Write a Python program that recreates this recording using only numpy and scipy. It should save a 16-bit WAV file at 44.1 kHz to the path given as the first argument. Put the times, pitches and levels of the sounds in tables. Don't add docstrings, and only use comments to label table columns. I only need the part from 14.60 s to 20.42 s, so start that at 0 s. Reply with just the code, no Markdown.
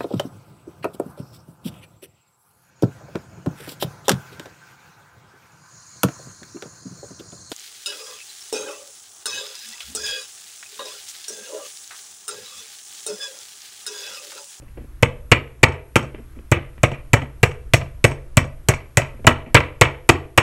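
import sys
import numpy as np
from scipy import signal
from scipy.fft import rfft, irfft
from scipy.io import wavfile
from scipy.ndimage import uniform_filter1d

SR = 44100
rng = np.random.default_rng(int(sys.argv[2]) if len(sys.argv) > 2 else 0)


def convert_level_to_amplitude(level_db):
    exponent = np.asarray(level_db, float) / 20
    return 10 ** exponent


def wav_record(signal):
    frames = np.transpose(np.atleast_2d(signal))
    bounded = np.clip(frames, -1, 1)
    quanta = np.round(bounded * 32767).astype(np.int16)
    wavfile.write(sys.argv[1], SR, quanta)


N = 256662

# pitch_hz, width_hz, level_db
HOUSING_MODES = [(1049, 270, -2), (1286, 140, -4.5), (1622, 360, -5), (1974, 170, 0), (2317, 207, 2),
                 (2628, 84, -1.5), (2948, 270, -7), (3415, 450, -19.5), (4274, 290, -29.5)]
LOOSE_MODES = [(5630, 360, -0.5), (6670, 390, -1), (7920, 510, 0), (8300, 200, -4), (10200, 2200, -11.5),
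               (12100, 2300, -20.5)]
CLACK_MODES = [(1500, 2700, -7.5), (2578, 370, 2.7)]


def hammer():
    # start_s, clatter_db (force), clack_db (how squarely the face meets the pin),
    # boom_db (bench), trail_db (dying rattle)
    blows = [(0.4255, -10.5, -31.5, -6, -18.5), (0.7155, -3.5, -26.5, -3.5, -17.5),
             (1.0309, 0.5, -18.5, -2, -26), (1.3571, -9.5, -8, -10, -19), (1.9157, -13.5, -32.5, -5, -10.5),
             (2.2322, -12, -25.5, -6.5, -15), (2.5328, -11, -13.5, -3, -12), (2.83, -9, -14.5, -4.5, -21.5),
             (3.1358, -12, 1, -4, -19.5), (3.4419, -10.5, -3.5, -3, -18.5), (3.7703, -9.5, -6.5, -3, -20),
             (4.0863, -15.5, -6, -6, -1), (4.3716, -16, -4, -6.5, -6.5), (4.668, -1, -5.5, -1.5, -14.5),
             (4.9452, 0, -5.5, 1, -13), (5.212, -2.5, -3, -2, -17), (5.4905, -1, -6.5, -3.5, -28),
             (5.7764, -4.5, -9, -7, -18)]
    # pitch_hz, width_hz, level_db
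    steel_modes = [(4540, 500, -20.5), (6300, 760, -12), (7500, 1200, 3), (7800, 300, -7),
                   (11000, 1600, -11), (13000, 4700, -15.5)]
    # pitch_hz, width_hz, level_db
    knock_modes = [(189, 180, -14.5), (250, 42, -6.5), (340.3, 70, -1.06), (422.6, 99, -6), (490.3, 69, -2),
                   (603, 150, -2), (646, 210, -16.5), (867, 100, -11.5)]
    bench_hz, sag_hz_per_db = 117.3, 0.1
    seated_s, seated_db = 3.6, 5.5
    lands_s = 0.004027
    length_s = 0.011
    out = np.zeros(N)
    for s, clatter_db, clack_db, boom_db, trail_db in blows:
        tick_db = -10.5 + 0.11 * clack_db + 0.15 * clatter_db + seated_db * (s > seated_s)
        loose_db = -19.5 + 0.34 * clack_db
        knock_db = -4.5 + 0.66 * clatter_db

        short = dict(per_s=9200, after_db=-17, after=0.0087, under_db=-37)
        add(out, s, rattle(steel_modes, tick_db + 17.5, 0.00068, 0.00007, **short))
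        add(out, s, rattle(CLACK_MODES, clack_db + 19, 0.00088, 0.00031, **short))

        loose = dict(start=0.14, after_db=-3.5, after=0.015, late=0.042, lumps_db=1.0)
        add(out, s, rattle(LOOSE_MODES, loose_db + 25.5, length_s, 0.0036, **loose))
        shell = dict(start=0.11, after_db=trail_db + 7.5, lumps_db=2.5)
        add(out, s, rattle(HOUSING_MODES, clatter_db + 29, length_s, 0.006, **shell))

        add(out, s + lands_s, convert_level_to_amplitude(knock_db + 25) * ring(knock_modes, 0.023, 1.8))
        knocks = dict(after_db=trail_db + 4.5, after=0.02, late=0.029)
        add(out, s + 0.001, rattle(knock_modes, knock_db + 27.5, 0.69 * length_s, 0.0097, **knocks))
        add(out, s, boom(boom_db - 0.7, bench_hz - sag_hz_per_db * (clatter_db + 10)))
    return out


def hops():
    # start_s, clatter_db, knock_db,
    # treble_db
    landings = [(0.776, -35, -46, -52), (1.08, -20, -37, -35), (1.118, -22, -65, -42),
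                (1.424, -25.5, -25.5, -37), (1.962, -30, -21.5, -66), (2.312, -20.5, -21.5, -38.5),
                (2.6142, -21.5, -21, -42), (2.908, -23.5, -32, -40.5), (3.2101, -21.5, -22.5, -47.5),
                (3.508, -20, -22.5, -32), (3.838, -28.5, -22.5, -39), (4.134, -14, -70, -29),
                (4.414, -15.5, -29.5, -50), (4.6407, -28, -20.5, -48), (5, -9, -25.5, -38),
                (5.2477, -9, -35, -42.5), (5.5513, -21.5, -35, -61)]
    # start_s, clatter_db, knock_db
    touches = [(.016, -49, -38), (.078, -47, -49), (.168, -39.5, -27.5), (0.203, -57.5, -36),
               (.238, -58, -36.5), (1.5395, -31.5, -25), (1.5803, -57, -29), (1.758, -50, -35.5),
               (1.783, -43.5, -35.5), (2.0467, -38, -59), (2.173, -37.5, -38), (4.535, -55, -32.5),
               (4.589, -49, -31.5), (4.858, -32, -25.5)]
    # pitch_hz, width_hz, level_db
    thud_modes = [(207, 79, -4), (243, 30, -2.5), (293, 70, -5), (377, 95, -9), (464, 230, -9),
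                  (480, 310, -13.5), (627, 140, -4), (870, 330, -14)]
    length_s = 0.0075
    edge_hz = 125
    out = np.zeros(N)
    rows = [(*row, -9.5, 9, 8) for row in landings]
    rows += [(*row, -66, -28.5, -6, 5) for row in touches]
    for s, clatter_db, knock_db, treble_db, boom_db, click_db, reach in rows:
        s = s + 0.003
        soft = dict(start=0.3, per_s=1600, spread_db=5.0, under_db=-24)
        add(out, s, rattle(HOUSING_MODES, clatter_db + 17.5, length_s, 0.0027,
                           after_db=-12.5, after=0.044, **soft))
        add(out, s + 0.001, rattle(CLACK_MODES, clatter_db + click_db, 0.0012, 0.0003,
                                   per_s=7200, after_db=-21.5, after=0.0025, under_db=-32))
        add(out, s, rattle(thud_modes[:reach], knock_db + 21, 1.8 * length_s, 0.0031,
                           after_db=-5.5, after=0.01, **soft))
        add(out, s, rattle(LOOSE_MODES[:4], treble_db + 16.5, length_s, 0.003,
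                           after_db=0.0, after=0.016, **soft))
        add(out, s + 0.0049, boom(boom_db + 0.19 * knock_db - 9.5, edge_hz))
    return out


def boom(db, top_hz):
    # pitch_hz, level_db, t60_s (time to fade 60 dB)
    frame_modes = [(67.1, -.6, .29), (85.8, -4.2, .36), (135, -11, .36)]
    swell_s = 0.0064
    legs_hz, legs_db, legs_t60 = 44.6, -21, 0.27
    t = np.arange(int(0.45 * SR)) / SR
    top = np.sin(2 * np.pi * top_hz * t) * t / swell_s * np.exp(1 - t / swell_s)
    frame = np.zeros(len(t))
    for hz, mode_db, t60 in frame_modes:
        frame += convert_level_to_amplitude(mode_db - 60 * t / t60) * np.sin(2 * np.pi * hz * t)
    shaken_frame = convert_level_to_amplitude(42.5) / SR * signal.fftconvolve(top, frame)[:len(t)]
    legs = convert_level_to_amplitude(legs_db - 60 * t / legs_t60) * np.sin(2 * np.pi * legs_hz * t)
    return convert_level_to_amplitude(db) * (top - shaken_frame + legs)


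def rattle(modes, db, length_s, rise_s, **shape):
    return convert_level_to_amplitude(db) * signal.fftconvolve(chatter(length_s, rise_s, **shape), ring(modes, 0.015, 1.5))


def chatter(length_s, rise_s, start=0.27, per_s=4000, spread_db=0.5, after=0.017, after_db=-10,
            late=0.052, under_db=-14, lumps_db=2.0):
    t = np.arange(int(0.3 * SR)) / SR
    noise = rng.standard_normal(len(t))
    sizes = convert_level_to_amplitude(spread_db * rng.exponential(1, len(t)))
    hits = noise * sizes * (rng.random(len(t)) < per_s / SR)
    plateau = 1 / (1 + np.exp(np.clip((t - length_s) / 0.0009, -50, 50)))

    since = np.maximum(t - length_s, 0)
    trail = convert_level_to_amplitude(after_db) * (np.exp(-since / after) + convert_level_to_amplitude(under_db) * np.exp(-since / late))
    clumps = uniform_filter1d(uniform_filter1d(rng.standard_normal(len(t)), size=300), size=300)
    trail *= convert_level_to_amplitude(lumps_db * evened(clumps))

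    swell = np.minimum(t / rise_s + start, 1)
    out = (evened(hits + 1e-9) * plateau + noise * trail) * swell
    return out / np.linalg.norm(out)


def ring(modes, detune, uneven_db):
    hz = np.fft.rfftfreq(4096, 1 / SR)
    shift, change = rng.standard_normal((2, len(modes)))
    power = np.zeros(len(hz))
    for k, (f, width, db) in enumerate(modes):
        away = 2 * (hz - f * (1 + detune * shift[k])) / (1.555 * width)
        power += convert_level_to_amplitude(2 * (db + uneven_db * change[k])) / (1 + away ** 2) ** 2
    cepstrum = irfft(np.log(power + 1e-10) / 2)
    cepstrum[1:2048] *= 2
    cepstrum[2049:] = 0
    out = irfft(np.exp(rfft(cepstrum)))[:2048]
    return out / np.linalg.norm(out)


def room(x):
    # pitch_hz, t60_s
    fade_times = [(60, 0.13), (160, 0.11), (420, 0.52), (1100, 0.29), (2900, 0.28), (5000, 0.25),
                  (8000, 0.083), (14000, 0.056)]
    # pitch_hz, level_db
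    colour = [(60, -13.5), (160, 14.5), (420, -2.7), (1100, 0), (2500, -7), (4500, 3), (8000, -5),
              (14000, -20)]
    out = np.zeros(N)
    turn = np.floor(np.arange(N) / SR / 0.3 + 0.8) % 3
    for k in range(3):
        taps = np.zeros(SR // 2)
        at = np.arange(160, len(taps) - 20, 20)
        taps[at + rng.integers(0, 20, len(at))] = rng.choice([-1., 1.], len(at))
        hz, t, z = signal.stft(taps, SR, nperseg=512, noverlap=384)
        z = z * convert_level_to_amplitude(read(colour, hz)[:, None] - 60 * t / read(fade_times, hz)[:, None])
        tail = signal.istft(z, SR, nperseg=512, noverlap=384)[1]
        out += signal.fftconvolve(x * (turn == k), tail / np.linalg.norm(tail))[:N]
    return out


def hush():
    # pitch_hz, level_db (per Hz)
    tone_colour = [(8.8, -16), (28, 11), (43, 2), (136, -15), (203, -24), (328, -18), (411, -28.5),
                   (594, -31.5), (789, -32.5), (1240, -30), (1900, -34), (4560, -45), (9800, -42.5),
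                   (11300, -48), (13000, -48)]
    # time_s, level_db
    hand_sway = [
        (0, -43.5),
        (.6, -43.5),
        (1.4, -48.5),
        (2.7, -40),
        (4.0, -39),
        (4.35, -49),
        (4.699, -39),
        (5.82, -48.5),
    ]
    level_db, top_hz = -41, 15800
    frames, hz = N // 512 + 5, np.fft.rfftfreq(2048, 1 / SR)
    a, b, patches = rng.standard_normal((frames, 1025, 3)).T
    noise = a + 1j * b
    patches = evened(uniform_filter1d(uniform_filter1d(patches, 20, 0), 6, 1))
    field_db = read(tone_colour, hz)[:, None] + patches - 40 * (hz[:, None] > top_hz)
    plain = signal.istft(noise * convert_level_to_amplitude(field_db), nperseg=2048, noverlap=1536)[1]
    level = np.sqrt(np.mean(plain ** 2))
    sway_db = np.interp(np.arange(frames) * 512 / SR, *np.transpose(hand_sway)) + 3.9 - level_db
    field_db = field_db + sway_db / (1 + (hz[:, None] / 200) ** 4)
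    swaying = signal.istft(noise * convert_level_to_amplitude(field_db), nperseg=2048, noverlap=1536)[1]
    return convert_level_to_amplitude(level_db) / level * swaying[:N]


def whine():
    # pitch_hz, level_db, width_hz
    lines = [(9030, -75, 15), (10700, -73, 1100), (11365, -70, 6), (11396, -80, 20), (15300, -84, 12),
             (119, -52, 6), (62, -46, 8)]
    out, t = np.zeros(N), np.arange(N) / SR
    for hz, db, width in lines:
        r = np.exp(-np.pi * width / SR)
        slow = rng.standard_normal(N) + 1j * rng.standard_normal(N)
        for _ in range(3):
            slow = signal.lfilter([1 - r], [1, -r], slow)
        steady = 12 / width * np.std(slow)
        out += convert_level_to_amplitude(db) * evened(((slow + steady) * np.exp(2j * np.pi * hz * t)).real)
    return out


def evened(x):
    return x / np.sqrt(np.mean(x ** 2) + 1e-20)


def read(points, hz):
    f, value = np.transpose(points)
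    return np.interp(np.log(hz + 1), np.log(f + 1), value)


def add(mix, s, sound):
    part = mix[round(s * SR):][:len(sound)]
    part += sound[:len(part)]


def scene():
    near = hammer() + hops()
    return (near + convert_level_to_amplitude(-19.5) * room(near) + hush() + whine())[None]


def top_cut(x):
    return signal.sosfilt(signal.butter(12, 16310, fs=SR, output="sos"), x)


def record(dry):
    edge_hz, gate_hz, gate_db = 16200, 13800, -70
    power_db = 10 * np.log10(abs(uniform_filter1d((dry ** 2).mean(0), 800, origin=399)) + 1e-12)
    fall = np.arange(N) * 60. / SR
    over_db = np.maximum(np.maximum.accumulate(power_db + fall) - fall + 23.5, 0)
    ducked = dry / convert_level_to_amplitude(0.15 * uniform_filter1d(over_db, 600, origin=299))

    knee, ceiling = 9.0, 1.0
    clipped = ducked / (1 + abs(ducked / ceiling) ** knee) ** (1 / knee)
    low_pass = signal.firwin(255, edge_hz, window=("kaiser", 9), fs=SR)
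    limited = signal.oaconvolve(clipped, low_pass[None], "same")

    high_pass = signal.firwin(511, gate_hz, pass_zero=False, fs=SR)
    top = signal.oaconvolve(limited, high_pass[None], "same")
    heard = uniform_filter1d(top ** 2, size=1024) > convert_level_to_amplitude(2 * gate_db)
    heard = np.maximum(heard, 0.7 * (over_db <= 0))
    gated = limited - top * (1 - uniform_filter1d(heard * 1., size=512))
    return top_cut(gated)


dry = scene()
out = record(dry)
wav_record(out)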